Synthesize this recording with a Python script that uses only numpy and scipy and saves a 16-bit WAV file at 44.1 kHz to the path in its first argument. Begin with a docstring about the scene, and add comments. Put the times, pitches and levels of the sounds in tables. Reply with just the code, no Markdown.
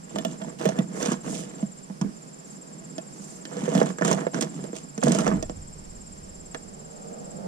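"""A cricket trills outdoors, about 18 short arched syllables a second, each one a stroke of its wings.
Tools are handled close by: knocks, ticks and gritty rubs ring a small hollow housing around the
microphone, and cloth brushes past. Behind them lie steady air and a faint insect chorus. Late on,
wind rumbles briefly on the microphone, two far insects join in and a distant engine drone swells."""
import sys
import numpy as np
from scipy import signal
from scipy.fft import rfft, irfft, next_fast_len
from scipy.io import wavfile
from scipy.ndimage import uniform_filter1d

SR = 44100
rng = np.random.default_rng(int(sys.argv[2]) if len(sys.argv) > 2 else 0)


def master(y):
    """Save y as 16-bit WAV."""
    cut = np.clip(np.atleast_2d(y).T, -1, 1)
    pcm = np.round(cut * 32767)  # scale
    wavfile.write(sys.argv[1], SR, pcm.astype(np.int16))


N = 329427

# Tool blows. Each row: time in seconds, thump, clack and tick levels in dB, then their pitches in Hz.
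BLOWS = [(0.159, -32, -31.5, -45, 200, 654, 3900), (0.185, -40, -33.5, -39, 340, 635, 3300),
         (0.249, -23, -27.5, -37.5, 227, 620, 2970), (0.417, -30.5, -36, -51, 206, 640, 2860),
         (0.655, -38, -19.5, -37, 168, 560, 3150), (0.663, -14.5, -46, -49, 186, 640, 3180),
         (0.689, -22, -28, -37.5, 205, 650, 5970), (0.788, -11, -33, -41.5, 193, 655, 2800),
         (1.027, -29, -31, -34, 294, 455, 5900), (1.058, -28, -31, -35, 257, 463, 6100),
         (1.082, -17, -44, -50, 246, 480, 6500), (1.118, -21.5, -42, -37, 355, 1300, 7500),
         (1.13, -23.5, -45, -41, 235, 1410, 5500), (1.627, -15.5, -39.5, -59, 210, 710, 6000),
         (1.899, -26, -44, -66, 195, 870, 6000), (2.013, -17.5, -36.5, -40, 147, 1000, 5950),
         (2.981, -31.5, -34.5, -44, 344, 630, 4700), (3.453, -36, -46.5, -44, 365, 1730, 4300),
         (3.568, -30, -32.5, -48, 159, 474, 5000), (3.678, -48, -24, -70, 202, 490, 6000),
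         (3.751, -10.5, -27, -37, 205, 675, 4760), (3.777, -16, -26, -41, 232, 490, 3280),
         (3.815, -20, -16.5, -52, 210, 480, 3300), (3.829, -23, -42, -43, 206, 644, 5960),
         (3.86, -46, -41, -45, 213, 1020, 8100), (3.985, -36, -35.5, -46, 343, 1670, 7000),
         (4.011, -24, -27, -48, 320, 706, 6040), (4.021, -19.5, -24.5, -44, 167, 1600, 6000),
         (4.049, -20, -29.5, -33, 171, 1330, 7400), (4.079, -25, -31, -33, 180, 1490, 7750),
         (4.113, -31, -25, -31.5, 333, 1040, 7150), (4.129, -35, -36, -32, 252, 740, 5970),
         (4.18, -34, -39, -59, 201, 644, 6100), (4.267, -34, -23, -52, 163, 526, 4000),
         (4.344, -29, -32.5, -41, 338, 1470, 5650), (4.41, -31, -47, -30.5, 290, 656, 8300),
         (4.423, -21.5, -36.5, -34, 305, 483, 5300), (4.64, -33.5, -37.5, -49, 199, 480, 9300),
         (4.731, -31.5, -35.5, -59, 382, 456, 6000), (4.978, -23.5, -34.5, -43.5, 220, 444, 6500),
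         (5.028, -44, -23.5, -44, 245, 570, 6500), (5.036, -20, -38, -32, 251, 480, 7740),
         (5.068, -34, -21, -48, 209, 524, 6500), (5.082, -13, -31, -37, 228, 506, 6700),
         (5.12, -17.5, -31, -29.5, 184, 640, 7540), (5.148, -22, -32, -33.5, 224, 666, 7300),
         (5.187, -30, -30.5, -33.5, 224, 1300, 7400), (5.266, -18, -24.5, -43, 192, 1250, 6500),
         (5.277, -20, -24.5, -36.5, 201, 670, 5800), (5.315, -26, -33.5, -60, 201, 1290, 6000),
         (5.426, -30.5, -32, -38.5, 344, 640, 5700), (5.496, -30.5, -35, -50, 340, 666, 4970),
         (6.546, -38, -35, -45, 266, 1810, 3950)]
# The housing at the two microphone ports. Each row: frequency in Hz, left minus right in dB.
PORT_BALANCE = [(150, -4.5), (350, -1.5), (490, -8.5), (660, -12.5), (1000, -7), (2500, -5), (6500, -7.5),
                (10000, -9.5), (13000, -4)]
# Each row: frequency in Hz, phase lead of the left port in radians.
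PORT_PHASE = [(200, 0), (500, 1.36), (750, 3), (1400, 2), (3500, 2), (5500, 0.5), (8000, 4.5), (12000, -1)]


def cricket(gain_db=2.5, echo_s=0.026, cold_db=-3, cold_flat=.028):
    """Each wing stroke sweeps a nearly pure tone, softer and flat when cold; wall and yard echo it."""
    # The tooth rate rises, then sags. Each row: seconds from mid-stroke, pitch in Hz, level in dB.
    stroke = [(-.0115, 7080, -14), (-.009, 7380, -3), (-.006, 7540, -1), (-.002, 7590, 0),
              (.002, 7500, 1.5), (.005, 7310, .5), (.009, 7000, -5), (.013, 6600, -20)]
    s, hz, db = np.transpose(stroke)
    t = np.arange(s[0], s[-1], 1 / SR)
    song = np.zeros(N)
    for when, level_db, cold in wing_strokes():
        tuning, phase, force = rng.standard_normal(3)
        speed = 1 + .004 * tuning - cold_flat * cold
        turns = np.cumsum(np.interp(t, s, hz) * speed) / SR
        stroke_db = gain_db + level_db + cold_db * cold + 0.3 * force + np.interp(t, s, db)
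        add(song, when + s[0], amp(stroke_db) * np.sin(2 * np.pi * (turns + phase)))
    song *= amp(wander(rate_hz=1100))  # uneven teeth on the wing's file
    echo = np.interp(np.arange(N) - echo_s * SR, np.arange(N), song)
    direct = np.array([song * amp(-0.5), np.roll(song, 1) * amp(-2.5)])
    yard = amp(-13) * convolve(song, scatter(t60=.1))
    return direct + echo * amp([[-23], [-21]]) + yard


def wing_strokes(warm_up_s=.17):
    """Time, level and coldness of each stroke: after a pause the cricket warms up to full effort."""
    # Unbroken trills. Each row: start and end in seconds, level in dB, coldness (0 or less is warm).
    trills = [(0.044, .52, -44, -0.5), (0.773, 1.86, -43.5, 0.8), (2.173, 7.4, -43.5, 0.9)]
    # Each row: time in seconds, wing strokes per second.
    pace = [(0, 17.36), (1, 18.25), (1.45, 17.46), (2.1, 17.9), (3.1, 17.48), (4.05, 18.02), (4.35, 16.7),
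            (4.7, 17.83), (6.9, 17.88), (7.4, 17.05)]
    t = np.arange(N) / SR
    beats = np.cumsum(follow(pace)) / SR
    for start, end, level_db, cold in trills:
        first, last = np.interp([start, end], t, beats)
        for when in np.interp(np.arange(first, last), beats, t):
            yield when, level_db, np.clip(cold, 0, 1) * np.exp((start - when) / warm_up_s)


def handling():
    """Knocks and rubs ring the housing; nearby surfaces add a short tail."""
    soft, firm, sharp = housing()
    rumble_db, scrape_db, hiss_db = rub_levels()
    _, thump_db, clack_db, tick_db, thump_hz, clack_hz, tick_hz = np.transpose(BLOWS)
    thumps = knocks(soft, thump_db, thump_hz, gain_db=-6.0,
                    focus=13, q=3.5, chatter=.25, chatter_t60=.11, scuff_s=0, apart=.5)
    clacks = knocks(firm, clack_db, clack_hz, gain_db=-2.0,
                    focus=3.5, q=5, chatter=1.1, chatter_t60=.045, scuff_s=.002, apart=.6)
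    ticks = knocks(sharp, tick_db, tick_hz, gain_db=-2.5,
                   focus=2, q=4, chatter=1.4, chatter_t60=.022, scuff_s=.001, apart=1)
    scrape = rubbing(firm, scrape_db, slips_per_s=300, smooth=.55, uneven_db=1.2, apart=.7)
    walls = wall_ring()
    rumble = rubbing(soft, rumble_db, slips_per_s=450, smooth=.29, uneven_db=2.5, apart=.47)
    hiss = rubbing(sharp, hiss_db, slips_per_s=450, smooth=.55, uneven_db=1.2, apart=1)
    direct = thumps + clacks + ticks + walls + scrape + rumble + hiss
    return direct + amp(-18) * convolve(direct.mean(0), scatter(t60=0.4, size=16384))


def housing(low_hz=370, high_hz=2200, size=8192):
    """The hollow housing's stereo responses to soft, firm and sharp contact: lows, mids and highs."""
    # Broad body tone. Each row: frequency in Hz, level in dB.
    body = [(30, -35.5), (110, -34), (142, -1.5), (200, -1), (320, -5), (560, -17.5), (850, -19),
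            (1600, -25.5), (2200, -24.5), (3200, -27.5), (4500, -30), (6700, -22.5), (9000, -28.5),
            (11300, -45.5), (13000, -49), (15000, -72)]
    # Each row: centre in Hz, width in Hz, lift above the body tone in dB.
    resonances = [(196.7, 64, 5.5), (486, 49, 9.5), (652, 85, 11), (1080, 120, 2), (1310, 180, 1),
                  (1720, 89, 5), (2964, 190, 5), (3380, 260, 4.5)]
    hz = np.fft.rfftfreq(size, 1 / SR)
    colour = amp(curve_at(body, hz) + bumps(resonances, hz))
    lows = 1 / (1 + (hz / low_hz) ** 6)
    below_highs = 1 / (1 + (hz / high_hz) ** 6)
    to_left = amp(curve_at(PORT_BALANCE, hz)) * np.exp(1j * curve_at(PORT_PHASE, hz))
    responses = []
    for band in (lows, (1 - lows) * below_highs, 1 - below_highs):
        log_gain = np.log(colour * band + 1e-5)
        # minimum phase keeps the attack at the front
        phase = -signal.hilbert(np.r_[log_gain, log_gain[-2:0:-1]]).imag[:len(hz)]
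        right = np.exp(log_gain + 1j * phase)
        pair = np.roll(irfft([right * to_left, right]), 24, axis=1)[:, :size // 2]
        responses.append(pair / np.linalg.norm(pair.mean(0)))
    return responses


def knocks(response, levels_db, pitches_hz, gain_db, focus, q, chatter, chatter_t60, scuff_s, apart):
    """A blow is an impulse amid a chatter of small contacts; where it lands favours one ringing pitch."""
    out, t = np.zeros((2, N)), np.arange(4096) / SR
    window = SR / 50  # a blow's level counts its energy as spread over 20 ms
    settle = amp(-60 * t / chatter_t60) * (1 - np.exp(-t / (0.16 * chatter_t60)))
    grits = rng.standard_normal((len(BLOWS), 3, len(t)))
    for (when, *_), db, hz, grit in zip(BLOWS, levels_db, pitches_hz, grits):
        blow = two_paths(grit, apart) * settle
        blow *= chatter / np.linalg.norm(blow[0])
        blow[:, round(scuff_s * SR)] += 1  # the main hit lands scuff_s into the chatter
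        blow += focus * signal.lfilter(*signal.iirpeak(hz, q, fs=SR), blow)
        ring = convolve(blow, response)
        ring *= amp(db + gain_db) * np.sqrt(window) / np.linalg.norm(ring.mean(0))
        for port, sound in zip(out, ring):
            add(port, when - scuff_s, sound)
    return out


def wall_ring(coupling_hz=3000, loss_db_per_octave=9, rise_s=0.0012, size=6000):
    """Metal snaps brightly on metal and rings the housing's walls, most for ticks near coupling_hz."""
    # Each row: pitch in Hz, level against the coupled tick in dB, time to fall 60 dB in seconds.
    modes = [(1260, -8, 0.088), (1430, 2, 0.088), (1787, 7, 0.078), (2750, 0, 0.095), (3330, 5, 0.07)]
    snap_db, snap_hz, snap_t60, knee_db = 2.5, 10000, .022, -44
    out, t = np.zeros((2, N)), np.arange(size) / SR
    bursts = rng.standard_normal((len(BLOWS), 2, size)) * amp(snap_db - 60 * t / snap_t60)
    snaps = signal.lfilter(*signal.butter(2, snap_hz, "highpass", fs=SR), bursts)
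    for row, snap, chance in zip(BLOWS, snaps, rng.standard_normal((len(BLOWS), len(modes), 2))):
        when, _, _, tick_db, _, _, tick_hz = row
        strength_db = tick_db - loss_db_per_octave * abs(np.log2(tick_hz / coupling_hz))
        softening_db = min(strength_db - knee_db, 0)  # weak contacts barely snap
        for port, sound in zip(out, snap):
            add(port, when, amp(strength_db + softening_db) * sound)
        for (hz, db, t60), (force, grip) in zip(modes, chance):
            angle = 2 * np.pi * hz * (1 + .045 * grip) * t  # the grip retunes the walls
            decay = amp(strength_db + db + 2 * force - 60 * t / t60) * np.minimum(t / rise_s, 1)
            left = amp(curve_at(PORT_BALANCE, hz)) * np.sin(angle + curve_at(PORT_PHASE, hz))
            add(out[0], when, decay * left)
            add(out[1], when, decay * np.sin(angle))
    return out


def rubbing(response, level_db, slips_per_s, smooth, uneven_db, apart):
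    """Stick-slip: sparse slips of unequal size over a fine hiss, under wavering pressure."""
    slips = (rng.random((3, N)) < slips_per_s / SR) * rng.standard_normal((3, N))
    grain = two_paths(unit_rms(slips) + smooth * rng.standard_normal((3, N)), apart)
    grain = travelling_contact(grain, patchy_db=2.4)
    pressure = amp(uneven_db * wander(rate_hz=9.7))
    return convolve(amp(level_db) * unit_rms(grain * pressure), response)


def rub_levels():
    """Rumble, scrape and hiss in dB: each rub swells and dies away above the shifting grip."""
    # Each row: start, length and swell time in seconds, then rumble, scrape and hiss levels in dB.
    rubs = [(0.031, 0.31, 0.17, -36, -46, -55), (0.393, 0.11, 0.015, -39.5, -43.5, -58.5),
            (0.584, 0.13, 0.0081, -35, -37.5, -46.5), (0.749, 0.072, 0.011, -32, -40.5, -55),
            (0.873, .11, 0.098, -37, -39, -57), (0.985, 0.14, 0.036, -34.5, -33.5, -41.5),
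            (1.223, 0.055, 0.044, -28, -37, -53), (1.257, 0.15, 0.094, -35, -43.5, -45.5),
            (1.423, 0.2, 0.016, -44, -48.5, -58.5), (2.012, 0.039, 0.011, -28, -43.5, -66),
            (3.448, 0.31, 0.2, -30.5, -35.5, -47.5), (3.714, 0.1, 0.056, -30, -29.5, -42),
            (3.844, 0.057, 0.014, -29.5, -39.5, -49.5), (4.028, 0.1, 0.02, -24, -29, -38),
            (4.161, 0.053, 0.016, -35, -32.5, -48.5), (4.329, 0.05, 0.0077, -31.5, -36, -45),
            (4.398, 0.018, 0.029, -32.5, -30.5, -37.5), (4.458, 0.2, 0.088, -38, -45, -57),
            (4.74, 0.025, 0.012, -46, -44, -44.5), (5.002, 0.21, 0.059, -23, -31.5, -40.5),
            (5.224, 0.035, 0.061, -18.5, -27, -36.5), (5.29, 0.077, 0.011, -27.5, -35, -56.5)]
    # A hand keeps shifting its grip. Each row: time in seconds, rumble level in dB.
    grip = [(0, -58.5), (1.75, -66), (2.5, -48), (3.4, -47), (5.5, -55.5), (5.9, -71)]
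    grip_offsets_db, releases_s = [[0], [-8.5], [-28]], (0.051, 0.033, 0.023)  # rumble, scrape, hiss
    power = amp(follow(grip) + np.array(grip_offsets_db)) ** 2
    for start, length, swell, *levels_db in rubs:
        since = np.arange(0, length + 10 * max(releases_s), 1 / SR)
        for band, db, release in zip(power, levels_db, releases_s):
            pressure = np.minimum(since / swell, 1) * np.exp(-np.maximum(since - length, 0) / release)
            add(band, start, (amp(db) * pressure) ** 2)
    return 10 * np.log10(power)


def travelling_contact(grain, patchy_db, size=512):
    """As the contact point travels, different pitches stand out for a few hundredths of a second."""
    spectra = signal.stft(grain, nperseg=size)[2]
    patches = uniform_filter1d(rng.standard_normal(spectra.shape[1:]), size=5, axis=0)  # across pitch
    patches = uniform_filter1d(patches, size=3, axis=1)  # across time
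    return signal.istft(spectra * amp(patchy_db * unit_rms(patches)), nperseg=size)[1][:, :N]


def cloth():
    """Light strokes of a sleeve: a fine, bright hiss that swells and fades."""
    # Each row: midpoint in seconds, length in seconds, level in dB.
    brushes = [(.99, 0.13, -43), (1.34, 0.24, -41.5), (2.52, 0.15, -53), (3.275, 0.41, -48.5)]
    # Each row: frequency in Hz, relative level in dB.
    colour = [(3500, -15), (6800, 1.5), (9300, -5.5), (11300, -17), (14000, -26)]
    pressure = np.zeros(N)
    for middle, length, db in brushes:
        arch = np.sin(np.pi * np.arange(0, length, 1 / SR) / length)
        add(pressure, middle - length / 2, amp(db) * arch)
    return pressure * amp(2 * wander(rate_hz=40)) * diffuse(lambda hz: curve_at(colour, hz))


def far_cricket(sync_s=6.056, period_s=.0954, chirp_s=.032, top_hz=6390, end_hz=5960):
    """A second cricket repeats slower, falling chirps, barely there until late in the scene."""
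    # Each row: time in seconds, level in dB.
    level = [(5.2, -68), (6.5, -60)]
    progress = np.clip((np.arange(N) / SR - sync_s) % period_s / chirp_s, 0, 1)
    turns = np.cumsum(top_hz + (end_hz - top_hz) * progress) / SR
    envelope = amp(follow(level) + 2 * wander(rate_hz=10)) * np.sin(np.pi * progress)
    return envelope * np.sin(2 * np.pi * turns)


def thin_insect(pitch_hz=5385):
    """A third insect holds one thin, fluttering note for a while."""
    # Each row: time in seconds, level in dB.
    level = [(5.1, -85), (5.6, -64), (6.35, -63), (6.7, -85)]
    turns = np.cumsum(pitch_hz + 20 * wander(rate_hz=17)) / SR
    return amp(follow(level) + 2 * wander(rate_hz=20)) * np.sin(2 * np.pi * turns)


def air(level_db=-45.5):
    """A steady bed of outdoor air, strongest in the low mids."""
    # Each row: frequency in Hz, relative level in dB.
    colour = [(25, -40), (105, -40), (145, 1.5), (190, 0), (280, -9), (480, -11), (800, -14), (1500, -21),
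              (3600, -31), (6200, -25), (9500, -29), (11200, -37), (14800, -49), (16000, -70)]
    return amp(level_db) * diffuse(lambda hz: curve_at(colour, hz)) * amp(.5 * wander(rate_hz=42))


def insect_chorus():
    """Many far insects blur into shimmering bands of high noise."""
    # Each row: centre in Hz, width in Hz, prominence in dB.
    bands = [(4810, 650, 7.5), (5250, 300, 8.5), (7400, 660, 14), (8260, 200, 8.5), (8940, 150, 10)]
    # Each row: time in seconds, gain factor.
    swell = [(0, 1.06), (4.8, 1.46)]
    peaks = diffuse(lambda hz: 20 * np.log10(np.maximum(amp(bumps(bands, hz)) - 1, 1e-6)))
    return amp(-59.5) * follow(swell) * amp(wander(rate_hz=11)) * peaks


def wind():
    """A puff of air on the microphone makes a deep, unsteady rumble."""
    # Each row: time in seconds, level in dB.
    level = [(1.99, -67), (2.03, -54), (2.25, -71.5), (5.15, -68), (5.37, -35), (5.7, -45.5), (6.2, -47.5),
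             (6.6, -54), (7.47, -60)]
    # Each row: frequency in Hz, relative level in dB.
    colour = [(10, -3), (30, 4.5), (70, 0), (110, -4), (250, -44), (800, -71)]
    return amp(follow(level) + wander(rate_hz=13)) * diffuse(lambda hz: curve_at(colour, hz))


def drone():
    """A far engine swells: a dull roar with a few clean harmonics that sag, then creep upward."""
    # Each row: time in seconds, level in dB.
    level = [(0, -61), (6.1, -56), (6.6, -49), (6.9, -46.5), (7.15, -38.5), (7.33, -42), (7.47, -33.5)]
    # The roar's tone. Each row: frequency in Hz, relative level in dB.
    colour = [(60, -47), (115, -24), (150, -7.5), (210, -3), (280, -18.5), (600, -7), (800, -13.5),
              (1000, -27), (1300, -22.5), (2000, -39.5), (5000, -60)]
    # A narrow hum in the roar. Each row: centre in Hz, width in Hz, lift in dB.
    hum = [(195.4, 6.7, 9.8)]
    # The engine note. 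Each row: time in seconds, pitch in Hz.
    pitch = [(6.3, 160), (6.8, 151), (7.05, 154), (7.2, 159), (7.33, 162), (7.42, 177)]
    # Each row: multiple of the engine note, level against the roar in dB.
    harmonics = [(1, -14), (3, -13), (4, -20), (5, -21)]
    roar = diffuse(lambda hz: curve_at(colour, hz) + bumps(hum, hz))
    waver = 1 + .002 * wander(rate_hz=8)
    turns = np.cumsum(follow(pitch) * waver) / SR
    note = sum(amp(db + 2 * wander(rate_hz=0.74)) * np.sin(2 * np.pi * k * turns) for k, db in harmonics)
    return amp(follow(level)) * (roar + note)


def diffuse(colour_db):
    """Outdoor noise of a given colour as the two ports hear it, at unit rms."""
    # Each row: frequency in Hz, left-right correlation from -1 to 1.
    likeness = [(60, 0.94), (130, 1), (290, 0.12), (640, -0.74), (1410, -0.71), (3100, 0.14), (6820, -0.11)]
    # Each row: frequency in Hz, left minus right in dB.
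    balance = [(60, -1.5), (400, -6.5), (1300, 1), (3500, -1), (5500, -3), (7400, -4), (8800, -6),
               (12000, 0)]
    size = next_fast_len(N, real=True)
    hz = np.fft.rfftfreq(size, 1 / SR)
    shared, own = rfft(rng.standard_normal((2, size)))
    same = np.clip(curve_at(likeness, hz), -1, 1)
    side = amp(curve_at(balance, hz) / 2)
    pair = np.array([shared * side, (same * shared + np.sqrt(1 - same ** 2) * own) / side])
    return unit_rms(irfft(pair * amp(colour_db(hz)), size)[:, :N])


def two_paths(grains, apart):
    """Of three random drives both ports share the first; each also feels one of its own."""
    return (grains[0] + apart * grains[1:]) / np.hypot(1, apart)


def scatter(t60, size=8192):
    """Dense reflections of unit energy, different for each port."""
    tail = rng.standard_normal((2, size)) * amp(-60 * np.arange(size) / SR / t60)
    return tail / np.linalg.norm(tail, axis=1, keepdims=True)


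def wander(rate_hz):
    """Smooth random drift at unit rms."""
    hz = np.fft.rfftfreq(N, 1 / SR)
    return unit_rms(irfft(rfft(rng.standard_normal(N)) * np.exp(-(hz / rate_hz) ** 2), N))


def curve_at(points, hz):
    """A spectrum joined by straight lines on a log-frequency axis."""
    f, value = np.transpose(points)
    return np.interp(np.log(hz + 1), np.log(f + 1), value)


def follow(rows):
    """A curve over time, at every sample."""
    return np.interp(np.arange(N) / SR, *np.transpose(rows))


def bumps(peaks, hz):
    """Resonance peaks in dB."""
    return sum(db / (1 + (2 * (hz - f) / width) ** 2) for f, width, db in peaks)


def amp(db):
    return 10 ** (np.asarray(db) / 20)


def unit_rms(x):
    return x / np.sqrt(np.mean(x ** 2) + 1e-20)


def add(mix, start_s, sound):
    part = mix[max(round(start_s * SR), 0):][:len(sound)]
    part += sound[:len(part)]


def convolve(x, response):
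    return signal.oaconvolve(np.atleast_2d(x), response, axes=1)[:, :N]


def scene():
    """Close handling and the cricket over the outdoor bed."""
    foreground = handling() + cloth() + cricket()
    return foreground + far_cricket() + thin_insect() + air() + insect_chorus() + wind() + drone()


def record(dry):
    """A steep low-pass trims the very top of the treble."""
    lowpass = signal.firwin(255, cutoff=15600, window=("kaiser", 9), fs=SR)
    return signal.oaconvolve(dry, lowpass[None], "same")


dry = scene()
out = record(dry)
master(out)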